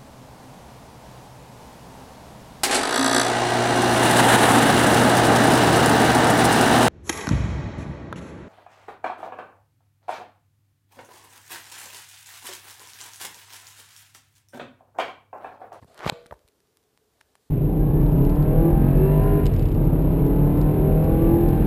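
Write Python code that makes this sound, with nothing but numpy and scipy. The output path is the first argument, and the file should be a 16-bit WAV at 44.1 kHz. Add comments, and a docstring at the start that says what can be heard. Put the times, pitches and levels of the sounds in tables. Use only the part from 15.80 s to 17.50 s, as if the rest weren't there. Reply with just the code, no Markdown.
"""A soft scuff and light knocks, close to the microphone: a small bird in a wire cage in a quiet room.
It hops across: feathers flick in a swelling flutter, the wings push a puff of air, brush past
and end in a sharp snap. Wingbeats and feet knock dully, the cage rings hollow, claws tick now and then.
Behind the bird, the room rings faintly over low room tone."""
import sys
import numpy as np
from scipy import signal
from scipy.fft import rfft, irfft
from scipy.io import wavfile

SR = 44100
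rng = np.random.default_rng(int(sys.argv[2]) if len(sys.argv) > 2 else 0)


def store_wav(level_fs):
    """Save 16-bit WAV to argv[1]."""
    pcm = np.round(np.clip(np.atleast_2d(level_fs), -1, 1) * 32767)
    wavfile.write(sys.argv[1], SR, pcm.T.astype(np.int16))


N = 74970
T = np.arange(N) / SR
BRIEF = T[:4096]  # time axis of one short event
FREQS = np.fft.rfftfreq(2 * N, 1 / SR)
# Spectrum of a claw's click. Each row: frequency in Hz, level in dB.
CLAW_COLOUR = [(100, -16), (400, -9), (900, -2), (2000, -1.5), (3000, -3), (4500, -3), (6500, -9),
               (10000, -6.5), (15000, -19)]


def undb(db):
    """Decibels to amplitude."""
    return 10 ** (np.asarray(db) / 20)


def response(colour, tilt=0):
    """Causal impulse response, peak 1, of a (Hz, dB) colour tilted in dB per octave."""
    hz, db = np.array(colour, float).T
    n = len(BRIEF)
    octave = np.log2(np.maximum(np.fft.rfftfreq(2 * n, 1 / SR), 1))
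    gain = undb(np.interp(octave, np.log2(hz), db + tilt * np.log2(hz)))
    cepstrum = irfft(np.log(gain))
    cepstrum[1:n] *= 2  # fold to minimum phase
    cepstrum[n + 1:] = 0
    h = irfft(np.exp(rfft(cepstrum)))[:n]
    return h / np.abs(h).max()


def through(x, h):
    """Sound x passed through the response h."""
    return signal.fftconvolve(x, h)[:N]


def unit(x):
    """Scale to rms 1."""
    return x / np.std(x)


def add(out, start, x):
    """Mix x in from start, in seconds."""
    i = int(np.clip(start * SR, 0, N - 1))
    out[i:i + len(x)] += x[:N - i]


def fade(t60, t=T):
    """Exponential decay, 60 dB down after t60."""
    return np.exp(-np.log(1000) * t / t60)


def ring(hz, t60, t=BRIEF):
    """One damped mode."""
    return np.sin(2 * np.pi * hz * t) * fade(t60, t)


def soften(x, hz):
    """Low-pass of a padded contact."""
    return signal.sosfilt(signal.butter(2, min(hz, .45 * SR), fs=SR, output="sos"), x)


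def burst(decay_s):
    """A puff of noise that dies with the given time constant."""
    return rng.standard_normal(len(BRIEF)) * np.exp(-BRIEF / decay_s)


def room_tone():
    """Steady noise of the quiet room and a narrow, wavering drone that slowly fades."""
    # Spectrum of the steady noise. Each row: frequency in Hz, level in dB.
    colour = [(25, -12.5), (60, 1.5), (130, -2.5), (200, -5.5), (290, -3), (425, -5.5), (560, -8.5),
              (750, -9), (1200, -12.5), (2200, -17.5), (4000, -17), (7000, -19), (14500, -21)]
    drone_hz, width_hz, fall_db_per_s = 426, 75, 7
    air = irfft(rfft(rng.standard_normal(N)) * rfft(response(colour), N), N)
    rolloff = 1 + ((FREQS - drone_hz) / (width_hz / 2)) ** 2
    drone = irfft(rfft(rng.standard_normal(2 * N)) / rolloff)[:N]
    return undb(-70) * unit(air) + undb(-68 - fall_db_per_s * T) * unit(drone)


def soft_rustles():
    """Soft rustling noise: a scuff, a faint wash of room after the first knocks, and late faint rustles."""
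    # Each row: start in seconds, length in seconds, level in dB, tilt in dB per octave.
    stretches = [(0.016, .024, -58, -0.5), (0.067, .15, -59.5, 0.5), (1.33, 0.11, -74.5, 2),
                 (1.463, 0.13, -76, 2.5), (1.58, 0.44, -75.5, 5)]
    # Spectrum of the rustling noise. Each row: frequency in Hz, level in dB.
    colour = [(60, -4.5), (130, -5), (300, -10.5), (470, -5.5), (680, 1.5), (900, -12), (1500, -14.5),
              (2400, -21), (4500, -18.5), (6000, -29), (8300, -23.5), (14000, -38)]
    edge = 0.074  # share of the length spent rising, and again falling
    out = np.zeros(N)
    for start, length, db, tilt in stretches:
        swell = np.clip(np.minimum(T - start, start + length - T) / (edge * length), 0, 1)
        out += undb(db) * swell * unit(through(rng.standard_normal(N), response(colour, tilt)))
    return out


def dull_knocks():
    """Short, dull knocks from wingbeats and feet, rounded by the soft contact, with a little grit."""
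    # Each row: start in seconds, level in dB, pitch in Hz, t60 in seconds, contact cut-off in Hz.
    knocks = [(0.0256, -45.5, 1070, 0.024, 1900), (0.0282, -40, 258, 0.021, 890),
              (0.0319, -44.5, 900, 0.022, 2000), (0.045, -40, 540, 0.0042, 1040),
              (.111, -49, 653, 0.078, 899), (0.2053, -31, 1300, 0.0063, 2593),
              (0.2462, -20, 1150, 0.011, 2400), (0.2637, -9.5, 600, .007, 2407),
              (0.3219, -24.5, 504.3, 0.0085, 1523), (0.5105, -29, 1753, 0.003, 1772),
              (0.512, -31.5, 620, 0.024, 1996), (0.5238, -26, 955, 0.017, 720),
              (0.5255, -27.5, 768, 0.01676, 700), (0.539, -43, 900, 0.017, 1425)]
    # Modes of one knock. Each row: pitch ratio, level in dB, share of the ring time.
    modes = [(1, -3.5, 1), (1.9, -8.5, 1), (3.3, -21, .4)]
    out = np.zeros(N)
    for start, db, hz, t60, contact_hz in knocks:
        tone = sum(undb(mode_db) * ring(hz * ratio, t60 * share) for ratio, mode_db, share in modes)
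        tone = soften(tone, contact_hz)
        grit = undb(-32.5) * burst(decay_s=0.0059)
        add(out, start, undb(db) * (tone / np.abs(tone).max() + grit))
    return out


def air_thumps():
    """Wings and body push air at the microphone; each dull thump swells and dies in a cycle or two."""
    # Each row: time of the peak in seconds, peak level in dB, pitch in Hz, rough fade time in seconds.
    pushes = [(0.0271, -41, 102, 0.0055), (0.052, -44.5, 137, 0.0028), (.085, -53, 135.3, 0.00197),
              (.195, -52.5, 110, .003), (0.2646, -17, 156.5, 0.0031), (0.273, -30.5, 70, 0.0082),
              (0.3269, -29, 161.2, 0.0033), (.517, -46, 100, 0.0025), (0.531, -43, 95, 0.00264),
              (0.551, -53.5, 62, 0.011), (0.651, -53, 67.4, 0.003)]
    out = np.zeros(N)
    for peak_s, db, hz, fade_s in pushes:
        t = T - peak_s
        swell = np.exp(1 - np.hypot(1, 1.3 * t / fade_s))
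        out -= undb(db) * np.cos(2 * np.pi * hz * t) * swell
    return out


def claw_ticks():
    """A claw makes one dry click, scrapes for a few milliseconds and briefly rings the spot it touches."""
    # Each row: start in seconds, level in dB, tilt in dB per octave, scrape in dB, spot pitch in Hz.
    ticks = [(0.0459, -47.5, 9, -16, 8900), (0.0589, -57, 32, -20, 9100), (0.1448, -37, 5, -38, 5000),
             (0.177, -40.5, -0.5, -6.5, 3730), (0.1919, -31.5, -2.5, -18, 3500),
             (0.2581, -22.5, -6.5, -18, 4150), (0.291, -29.5, 10, -19, 9800), (0.46, -47.5, -6, -4, 8500),
             (0.4648, -44.5, 1.5, -6, 4260), (.541, -41, -8, -20, 9460), (0.5926, -47.5, -0.5, -38, 5020),
             (0.6784, -41.5, 2, -25.5, 4470), (0.6859, -47, 3, -10.5, 4506), (.804, -47.5, 1.5, -18.5, 906),
             (.8732, -52, 3, -53, 5000), (.9715, -38.5, 2.5, -23, 2689), (1.1756, -41, -1.5, -27, 945.4),
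             (1.4071, -54.5, -1, -5.5, 3880), (1.4115, -36.5, -2.5, -13.5, 2050),
             (1.5541, -41.5, -1.5, -13, 2300)]
    out = np.zeros(N)
    for start, db, tilt, scrape_db, hz in ticks:
        contact = undb(scrape_db) * burst(decay_s=.0018)
        contact[0] = 1  # the click ahead of the scrape
        spot = undb(-19.5) * ring(hz, t60=.005)
        add(out, start, undb(db) * through(contact, response(CLAW_COLOUR, tilt) + spot))
    return out


def stray_ticks():
    """Barely heard ticks of claws and feathers, scattered at random."""
    out, click = np.zeros(N), response(CLAW_COLOUR, tilt=1.7)
    for when, size in rng.random((16, 2)):
        add(out, when * N / SR, undb(-56 + 4 * size) * click)
    return out


def feather_flutter():
    """An uneven run of feather flicks, each with its own brief ring, swelling as the wings open."""
    # Spectrum of one flick. Each row: frequency in Hz, level in dB.
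    colour = [(60, -23.5), (230, -16.5), (400, 1.5), (950, -1.5), (1500, -1.5), (2300, -13), (3300, -22.5),
              (5000, -25.5), (8000, -34.5), (15000, -48)]
    first_s, last_s, flicks_per_s, jitter = 0.14, .243, 340, .3
    last_db, swell_db_per_s, scatter_db = -25.5, 266, 3.5
    quill_hz, spread_octaves = 1500, 0.13
    out, flick = np.zeros(N), response(colour)
    for k, (early, size, pitch) in enumerate(rng.standard_normal((128, 3))):
        start = last_s - (k + jitter * early) / flicks_per_s  # counted back from the last flick
        if start > first_s:
            hz = quill_hz * 2 ** (spread_octaves * pitch)
            quill = undb(-12.5) * soften(ring(hz, t60=0.0017), 2 * hz)
            db = last_db - swell_db_per_s * (last_s - start) + scatter_db * size
            add(out, start, undb(db) * (quill - flick))
    return out


def wing_brush():
    """Dense tiny slips of feather on feather pass the microphone and fall away sharply at the snap."""
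    # Loudness of the pass. Each row: time in seconds, level in dB.
    contour = [(0.149, -72), (0.188, -55), (.225, -50.5), (.255, -40.5), (.27, -39), (0.277, -26.5),
               (0.287, -35.5), (0.298, -21), (0.2978, -32), (.302, -59), (.32, -63)]
    # Spectrum of sliding feathers. Each row: frequency in Hz, level in dB.
    colour = [(50, -7.5), (200, -8), (400, -6.5), (800, 3.5), (1600, -3.5), (2600, -4.5), (4300, -10.5),
              (6000, -19), (7500, -22), (10000, -28), (15000, -28.5)]
    grain_db = 2.5
    slips = rng.standard_normal(N) * undb(grain_db * np.minimum(rng.exponential(size=N), 5))
    times, db = np.array(contour).T
    level = undb(np.interp(T, times, db, left=-np.inf, right=-np.inf))
    return unit(through(slips, response(colour))) * level


def wing_snap():
    """The wing tip catches and flicks free: a push, then a pull."""
    # Each row: start in seconds, peak level in dB.
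    pulses = [(.2976, -13), (.29795, -3.5)]
    # Spectrum of the snap. Each row: frequency in Hz, level in dB.
    colour = [(60, -32), (160, -20.5), (350, -3.5), (800, 6.5), (1700, -8.5), (2700, -1), (4000, -0.5),
              (5000, -10.5), (5900, -19.5), (7000, -11), (8100, -12), (9200, -33.5), (12500, -24.5),
              (15000, -31.5)]
    out, crack = np.zeros(N), response(colour)
    for k, (start, db) in enumerate(pulses):
        add(out, start, (-1) ** k * undb(db) * crack)
    return out


def cage_ring():
    """A few hollow modes of the cage build up after the landing and die away."""
    # Each row: frequency in Hz, level in dB, t60 in seconds.
    modes = [(479, -38.5, 0.53), (566, -47.5, 0.39), (664, -43, 0.44), (1165, -53.5, .35)]
    landing_s, build_s = .325, 0.025
    build = np.clip(T / build_s, 0, 1)
    out = np.zeros(N)
    add(out, landing_s, build * sum(undb(db) * ring(hz, t60, T) for hz, db, t60 in modes))
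    return out


def room_tail(x):
    """The room answers x with a late diffuse tail, shorter in the treble."""
    # Each row: band centre in Hz, level in dB, t60 in seconds.
    bands = [(60.48, -18, 0.61), (150, -26, 0.57), (288, -21.5, 1), (470, -10, .6), (800, -18.5, 0.29),
             (1170, -16.5, 0.51), (1980, -18, .5), (4200, -23, .47), (6239.6, -20.5, 0.47),
             (8000, -26, 0.32), (10820, -18, 0.33), (15000, -29, .2)]
    delay_s, build_s = 0.016, .012
    hz, db, t60 = np.array(bands).T
    noise, tail = rfft(rng.standard_normal(2 * N)), 0
    for k, share in enumerate(np.eye(len(hz))):
        band = irfft(noise * np.interp(np.log(FREQS + 1), np.log(hz), share))[:N]
        decay = fade(t60[k])
        tail = tail + undb(db[k]) * band * decay / np.linalg.norm(decay)
    return through(x, tail * np.clip((T - delay_s) / build_s, 0, 1))


def scene():
    """One microphone close to the cage: the bird in front, the room faint behind it."""
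    rustles = soft_rustles()
    wings = air_thumps() + feather_flutter() + wing_brush() + wing_snap()
    knocks = dull_knocks()
    claws = claw_ticks() + stray_ticks()
    tail = room_tail(rustles + wings + undb(-2) * knocks + undb(1.5) * claws)
    return (rustles + wings + knocks + claws + cage_ring() + tail + room_tone())[None]


def record(dry):
    """The microphone drops the deepest bass and the very top."""
    low_hz, top_hz = 38, 15100
    thin = signal.sosfilt(signal.butter(2, low_hz, "high", fs=SR, output="sos"), dry)
    return signal.sosfilt(signal.ellip(8, .2, 70, top_hz, fs=SR, output="sos"), thin)


dry = scene()
out = record(dry)
store_wav(out)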